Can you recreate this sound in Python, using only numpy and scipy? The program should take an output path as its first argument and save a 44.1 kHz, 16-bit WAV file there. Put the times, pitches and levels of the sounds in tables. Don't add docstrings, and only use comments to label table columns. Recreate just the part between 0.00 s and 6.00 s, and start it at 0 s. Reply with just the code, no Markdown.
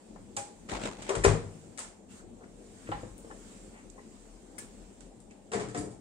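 import sys
import numpy as np
from scipy import signal
from scipy.fft import rfft, irfft, next_fast_len
from scipy.io import wavfile
from scipy.ndimage import uniform_filter1d

SR = 44100
rng = np.random.default_rng(int(sys.argv[2]) if len(sys.argv) > 2 else 0)


def transcribe(u):
    v = np.clip(np.atleast_2d(u).T, -1, 1)
    q = np.round(v * 32767).astype(np.int16)
    wavfile.write(sys.argv[1], SR, q)


N = 264820


def amp(db):
    return 10 ** (np.asarray(db) / 20)


def unit(x):
    return x / np.sqrt(np.mean(x ** 2) + 1e-20)


def along(points, hz, column=1):
    points = np.asarray(points)
    return np.interp(np.log(hz + 1), np.log(points[:, 0] + 1), points[:, column])


def tilt(hz, slope_db):
    return slope_db * np.log2(np.maximum(hz, 100) / 1000)


def curve(rows):
    s, db = np.transpose(rows)
    return amp(np.interp(np.arange(N) / SR, s, db, left=-150, right=-150))


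def filtered(x, response):
    n = x.shape[-1]
    padded = next_fast_len(n + 4096)
    spectrum = rfft(x, padded)
    return irfft(spectrum * response(np.fft.rfftfreq(padded, 1 / SR)), padded)[..., :n]


def paired(noises, spectrum, alike):
    def mid_side(hz):
        angle = np.arccos(np.clip(along(alike, hz), -1, 1)) / 2
        return amp(along(spectrum, hz)) * np.array([np.cos(angle), np.sin(angle)])

    mid, side = filtered(noises, mid_side)
    return np.array([mid + side, mid - side])


def rush(spectrum, alike, patchy_db):
    z = signal.stft(rng.standard_normal((2, N + 512)), nperseg=512)[2]
    patches = uniform_filter1d(rng.standard_normal(z.shape[1:]), size=6, axis=0)
    patches = uniform_filter1d(patches, size=10, axis=1)
    noises = signal.istft(z * amp(patchy_db * unit(patches)), nperseg=512)[1][:, :N]
    return unit(paired(noises, spectrum, alike))


def ringing(modes, t, scatter_db, slope_db=0, wander=0):
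    hz, db, t60 = np.transpose(modes)[:, :, None]
    size = amp(db + tilt(hz, slope_db))
    chance = amp(scatter_db * rng.standard_normal(hz.shape))
    steps = rng.standard_normal((len(hz), len(t)))
    drift = np.sqrt(2 * np.pi * wander * hz / SR) * np.cumsum(steps, axis=1)
    decay = amp(-60 * t / t60)
    ring = size * chance * decay * np.sin(2 * np.pi * hz * t + drift)
    return ring.sum(axis=0) / np.sqrt(np.sum(size ** 2) / 2)


# (frequency [Hz], t60 [s])
ROOM_DECAY = [(60, 1), (300, 0.39), (1000, 0.4), (4000, 0.4), (10000, 0.32)]
# (frequency [Hz], relative level [dB])
ROOM_COLOUR = [(60, -8), (300, 5), (1000, -1.5)]
# (frequency [Hz], left-right likeness [-1 to 1])
LIKENESS = [(60, 0.59), (180, 1), (550, 0.4), (1650, 0.0025), (5000, -0.028)]


def in_room(crack, ring, pan_db, wet_db, push=None):
    hz, t, z = signal.stft(rng.standard_normal((2, len(crack))), SR, nperseg=256)
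    decay = amp(-60 * t / along(ROOM_DECAY, hz)[:, None])
    tail = signal.istft(z * decay, SR, nperseg=256)[1]
    tail = paired(tail, ROOM_COLOUR, LIKENESS)
    tail = np.pad(tail / np.linalg.norm(tail[0]), ((0, 0), (round(.004 * SR), 0)))
    sent = (crack if push is None else push) + amp(-10) * ring
    wet = signal.fftconvolve(sent[None], tail, axes=1)[:, :len(crack)]
    late_left = np.roll(crack + ring, shift=12)
    direct = np.array([late_left, crack + ring]) * amp([[pan_db / 2], [-pan_db / 2]])
    return direct + amp(wet_db) * wet


WANDER = 0.025
# (frequency [Hz], relative density [dB per Hz])
CRACK_COLOUR = [(150, -39.5), (500, -4), (1000, 0.5), (2500, -7), (5000, -2), (9000, -1), (16000, -28)]
# (frequency [Hz], relative level [dB], t60 [s])
CABINET_MODES = [(105.4, 7.5, 0.27), (121, -7.5, 0.16), (157.3, -5, 0.56)]


def blows(rows, modes, contact_s, wet_db, under=CABINET_MODES, top_hz=np.inf, wander=WANDER):
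    out = np.zeros((2, N + SR))
    t = np.arange(round(.55 * SR)) / SR
    swell = 1 - np.exp(-3 * t / contact_s)
    for s, crack_db, ring_db, thud_db, slope_db, pan_db in rows:
        def colour(hz):
            return amp(along(CRACK_COLOUR, hz) + tilt(hz, slope_db)) / (1 + (hz / top_hz) ** 6)

        noise = unit(filtered(rng.standard_normal(len(t)), colour))
        crack = amp(crack_db) * swell * np.exp(-t / contact_s) * noise
        push = filtered(1. * (np.arange(len(t)) == round(contact_s * SR)), colour)
        push *= np.linalg.norm(crack) / np.linalg.norm(push)
        ring = ringing(modes, t, scatter_db=2.2, slope_db=slope_db, wander=wander)
        thud = ringing(under, t, scatter_db=2.2, wander=2 * WANDER)
        body = amp(ring_db) * swell * ring + amp(thud_db) * swell ** 2 * thud
        start = round(s * SR)
        out[:, start:start + len(t)] += in_room(crack, body, pan_db, wet_db, push)
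    return out[:, :N]


FAN_DB = -52.5
# (frequency [Hz], relative density [dB per Hz])
FAN_COLOUR = [(20, -42), (36, 7), (43, 7), (52, -41), (71, -6), (160, -10), (200, 1), (245, -3.5),
              (450, -9), (665, -16), (826, -18.5), (1420, -42), (5000, -50), (16000, -60)]


def fan():
    return amp(FAN_DB) * rush(FAN_COLOUR, LIKENESS, patchy_db=2.0)


# (time [s], level [dB])
RUSTLE_LEVEL = [(0, -61.5), (.6, -60), (1.6, -57), (2.08, -65.5), (2.11, -54), (2.19, -53.5), (2.25, -64),
                (2.55, -61.5), (2.9, -52.5), (3.15, -58.5), (3.5, -53.5), (3.9, -60.5), (4.2, -57.5),
                (4.5, -60.5), (4.8, -57.5), (5.2, -64.5), (6, -64)]
# (frequency [Hz], relative density [dB per Hz])
CLOTH_COLOUR = [(300, -8), (1000, 3.5), (2000, -1.5), (4000, 4), (8000, 9), (16000, 2)]


def clothing():
    return curve(RUSTLE_LEVEL) * rush(CLOTH_COLOUR, LIKENESS, patchy_db=1.5)


# (time [s], level before the swell [dB])
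FLOOR_LOADS = [(0.72, -39.5), (1.176, -31), (1.25, -23), (2.93, -42), (3.101, -42)]
# (frequency [Hz], relative level [dB], t60 [s])
FLOOR_MODE = [(49.7, 0, 0.35)]


def booms():
    out = np.zeros(N + SR)
    t = np.arange(SR // 2) / SR
    swell = 1 - np.exp(-t / 0.013)
    for s, db in FLOOR_LOADS:
        start = round(s * SR)
        out[start:start + len(t)] += amp(db) * swell * ringing(FLOOR_MODE, t, scatter_db=1.5)
    return out[:N]


# (time [s], length [s], noise level before the swell [dB], centre [Hz], half-width [Hz])
SOFT_RUBS = [(2.083, 0.064, -70, 2720, 145), (2.19, 0.023, -65, 1470, 500),
             (2.406, 0.027, -65.5, 1150, 500), (2.432, 0.018, -60.5, 1440, 900),
             (2.865, 0.027, -55, 1600, 1500), (3.728, 0.094, -64.5, 1770, 1620),
             (3.978, 0.03, -65, 1930, 250), (3.979, 0.017, -56.5, 950, 300), (5.303, 0.024, -64, 2420, 690)]


def scuffs():
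    out = np.zeros((2, N + SR))
    t = np.arange(SR // 2) / SR
    for s, length_s, db, centre_hz, width_hz in SOFT_RUBS:
        def band(hz):
            return np.exp(-((hz - centre_hz) / width_hz) ** 2)

        noise = unit(filtered(rng.standard_normal(len(t)), band))
        swell = np.sqrt(np.abs(np.sin(np.pi * np.minimum(t / length_s, 1))))
        rub = amp(db) * swell * noise
        start = round(s * SR)
        out[:, start:start + len(t)] += in_room(rub, 0 * t, pan_db=1.5, wet_db=-7)
    return out[:, :N]


CLICK_CONTACT_S, KNOCK_CONTACT_S, THUMP_CONTACT_S = 0.0033, .0035, 0.00303
KNOCK_TOP_HZ = 4600
KNOCK_WANDER = .01
THUMP_CRACK_DB, THUMP_THUD_DB = -15, -14.5
THUMP_HARD_DB = -7.5
# (time [s], crack [dB], ring [dB], hardness [dB/octave], left-right [dB])
WORKTOP_KNOCKS = [(.16, -49.5, -61, -9, 13), (1.844, -49, -57, -2, 13), (2.9158, -34.5, -42, 0, 6),
                  (2.921, -39, -31, -8.5, -4), (3.302, -46, -49, -16, 3), (3.31, -45.5, -44, -7, 4)]
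METAL_TICKS = [(4.581, -37.5, -42.5, 2.2, 9.1)]
# (time [s], crack [dB], hardness [dB/octave], left-right [dB])
DRY_CLICKS = [(1.775, -34, 5, 9), (1.782, -32, -0.5, 6), (1.790, -28, 6.5, 10.5),
              (3.179, -33.5, 28.5, 13.5), (3.899, -53.5, 8, -29), (4.584, -33.5, 20.5, 29),
              (4.592, -30.5, 26, 21), (5.006, -47, 2.5, -15), (5.202, -50.5, 10, 19),
              (5.309, -51.5, 2.5, -12)]
# (time [s], ring [dB])
CUPBOARD_THUMPS = [(2.890, -25.5), (3.033, -33), (3.246, -38.5)]
# (frequency [Hz], relative level [dB], t60 [s])
WORKTOP_MODES = [(826, -3, 0.11), (1035, -5.5, 0.063), (1348, -1, 0.051), (1777, -6, 0.075),
                 (2940, -8, .06), (4050, -6, 0.037)]
CLASP_MODES = [(1715, -4.5, 0.13), (2140, -7.5, 0.08), (5540, 6, 0.075)]
CUPBOARD_MODES = [(338, 3, 0.038), (480, 12, 0.022)]


def small_sounds():
    none = -np.inf
    knocks = [(s, db, ring_db, none, slope_db, pan_db)
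              for s, db, ring_db, slope_db, pan_db in WORKTOP_KNOCKS]
    clicks = [(s, db, none, none, slope_db, pan_db) for s, db, slope_db, pan_db in DRY_CLICKS]
    thumps = [(s, db + THUMP_CRACK_DB, db, db + THUMP_THUD_DB, THUMP_HARD_DB, 0)
              for s, db in CUPBOARD_THUMPS]
    ticks = [(s, db, ring_db, none, slope_db, pan_db)
             for s, db, ring_db, slope_db, pan_db in METAL_TICKS]
    out = blows(ticks, CLASP_MODES, CLICK_CONTACT_S, wet_db=6.0)
    out += blows(knocks, WORKTOP_MODES, KNOCK_CONTACT_S, wet_db=1.0,
                 top_hz=KNOCK_TOP_HZ, wander=KNOCK_WANDER)
    out += blows(clicks, WORKTOP_MODES, CLICK_CONTACT_S, wet_db=4.5)
    return out + blows(thumps, CUPBOARD_MODES, THUMP_CONTACT_S, wet_db=3.0)


TIN_CONTACT_S, TIN_PAN_DB, TIN_WANDER = 0.0045, 2.3, .01
# (time [s], crack [dB], ring [dB], thud [dB], hardness [dB/octave])
TIN_CONTACTS = [(5.517, -33, -40.5, -67, -1), (5.533, -29, -32, -60, -0.5), (5.552, -38.5, -33.5, -37, -9),
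                (5.575, -41.5, -49, -38.5, -9.5), (5.597, -34.5, -37, -45, -1.5),
                (5.626, -59, -51, -45, -16), (5.645, -54, -53, -38.5, -9), (5.685, -42.5, -49, -51, 2.5),
                (5.746, -35, -35, -39, -0.5), (5.774, -30.5, -43.5, -36, 9), (5.801, -34, -43, -42, -20.5),
                (5.832, -44.5, -40.5, -43.5, -12), (5.858, -49, -53, -51, -10), (5.905, -47.5, -67, -63, 7)]
# (frequency [Hz], relative level [dB], t60 [s])
TIN_MODES = [(202, 4, 0.11), (327, 0.5, 0.095), (420.8, 7, 0.21), (452.5, 6.5, 0.26), (499, -1, 0.2),
             (709, 5, 0.15), (992, -3, 0.099), (1311.4, -2, 0.2), (1500, -1.5, 0.08), (1675, -3, .08),
             (1850, -5.5, 0.07), (2274, -5, 0.051), (4730, -6, 0.1)]
RACK_MODES = [(105, -13, 0.24), (124, 0, 0.18), (156, -2.5, 0.13), (244, -7.5, 0.11), (296, -3.5, 0.18)]


def tin():
    contacts = [(*row, TIN_PAN_DB) for row in TIN_CONTACTS]
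    return blows(contacts, TIN_MODES, TIN_CONTACT_S, wet_db=5.5, under=RACK_MODES, wander=TIN_WANDER)


# (time [s], level [dB])
HINGE_LEVEL = [(.68, -61), (.698, -41), (.76, -43), (.8, -46), (.86, -38), (.9, -45.5), (.96, -53),
               (1.03, -50), (1.1, -42.5)]
SHUDDER_LEVEL = [(.69, -72), (.722, -41), (.76, -41), (.8, -45.5), (.85, -43), (.9, -49.5), (.95, -55.5),
                 (1.0, -49.5), (1.09, -53)]
# (frequency [Hz], relative density [dB per Hz])
RUB_COLOUR = [(60, -28), (200, -1), (400, -6), (1000, -11), (2000, -15.5), (4000, -11.5), (8000, -16.5),
              (16000, -28)]
BODY_COLOUR = [(60, -11), (130, -2), (250, -0.5), (420, -7), (650, -6), (880, -6.5), (1200, -39),
               (2500, -52)]


def hinge():
    slips = amp(3.5 * unit(uniform_filter1d(rng.standard_normal((2, N)), size=200)))
    rub = unit(slips[0] * rush(RUB_COLOUR, LIKENESS, patchy_db=1.5))
    shudder = unit(slips[1] * rush(BODY_COLOUR, LIKENESS, patchy_db=1.5))
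    return curve(HINGE_LEVEL) * rub + curve(SHUDDER_LEVEL) * shudder


GRIP_CONTACT_S, GRIP_PAN_DB = 0.0059, 0.5
DOOR_CONTACT_S, DOOR_PAN_DB, DOOR_WANDER = 0.0053, 4.5, .004
# (time [s], crack [dB], ring [dB], thud [dB], hardness [dB/octave])
GRIP_CONTACTS = [(.365, -22.5, -49, -55, 5.5), (.369, -33, -38, -49, 0.5)]
DOOR_CONTACTS = [(.689, -37, -66, -63, -5), (.716, -34, -42.5, -47, -1), (0.812, -41, -50, -55, -1.5),
                 (.853, -33.5, -39, -53.5, -4), (1.02, -37, -54, -58, 0.5), (1.091, -25, -26, -63, -1),
                 (1.104, -25, -28.5, -52, -10.5), (1.151, -27.5, -30, -63, 0), (1.167, -31, -43, -32, -14),
                 (1.236, -28, -32, -63, 9), (1.241, -16.5, -47, -51, 2.5), (1.2474, -15.5, -11, -43, -3),
                 (1.2647, -34, -19.5, -19, -13.5), (1.279, -27.5, -38, -28, -7),
                 (1.306, -24, -40, -43, -15)]
# (frequency [Hz], relative level [dB], t60 [s])
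CATCH_MODES = [(548, -3, 0.19), (655, -4, 0.27), (715, 0, 0.032), (823, -0.5, 0.36), (1100, -8, .1),
               (2410, -7, 0.12)]
DOOR_MODES = [(340, -11, 0.048), (401, 1.5, 0.15), (459.4, 1, 0.16), (523, 9.5, 0.019), (544, -8, 0.15),
              (733, -4.5, 0.088), (895, -15, 0.073), (997, -4, 0.14), (1130, -13, 0.22),
              (1300, -11.5, 0.099), (1806, -3, 0.087), (2460, -11, 0.093)]


def door():
    grips = [(*row, GRIP_PAN_DB) for row in GRIP_CONTACTS]
    drops = [(*row, DOOR_PAN_DB) for row in DOOR_CONTACTS]
    grip = blows(grips, CATCH_MODES, GRIP_CONTACT_S, wet_db=-1.0)
    drop = blows(drops, DOOR_MODES, DOOR_CONTACT_S, wet_db=0.25, wander=DOOR_WANDER)
    return grip + hinge() + drop


def scene():
    return fan() + clothing() + booms() + scuffs() + small_sounds() + tin() + door()


TOP_HZ = 15780
# (frequency [Hz], left [dB], right [dB])
PORT_RESPONSE = [(20, -7, -18), (42, 1.5, -2), (156, 2, -3.5), (300, 3, -1), (700, 3.5, 0), (2115, 7, 4.5),
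                 (4240, -4.5, -2.5), (5930, -5, -3), (7690, -6, 6), (8850, 3.5, -10), (9590, -8, -12),
                 (10200, -18, -20), (17000, -20, -19.5)]


def record(dry):
    def ports(hz):
        left, right = along(PORT_RESPONSE, hz, column=1), along(PORT_RESPONSE, hz, column=2)
        return amp([left, right]) * (hz < TOP_HZ)

    return filtered(dry, ports)


dry = scene()
out = record(dry)
transcribe(out)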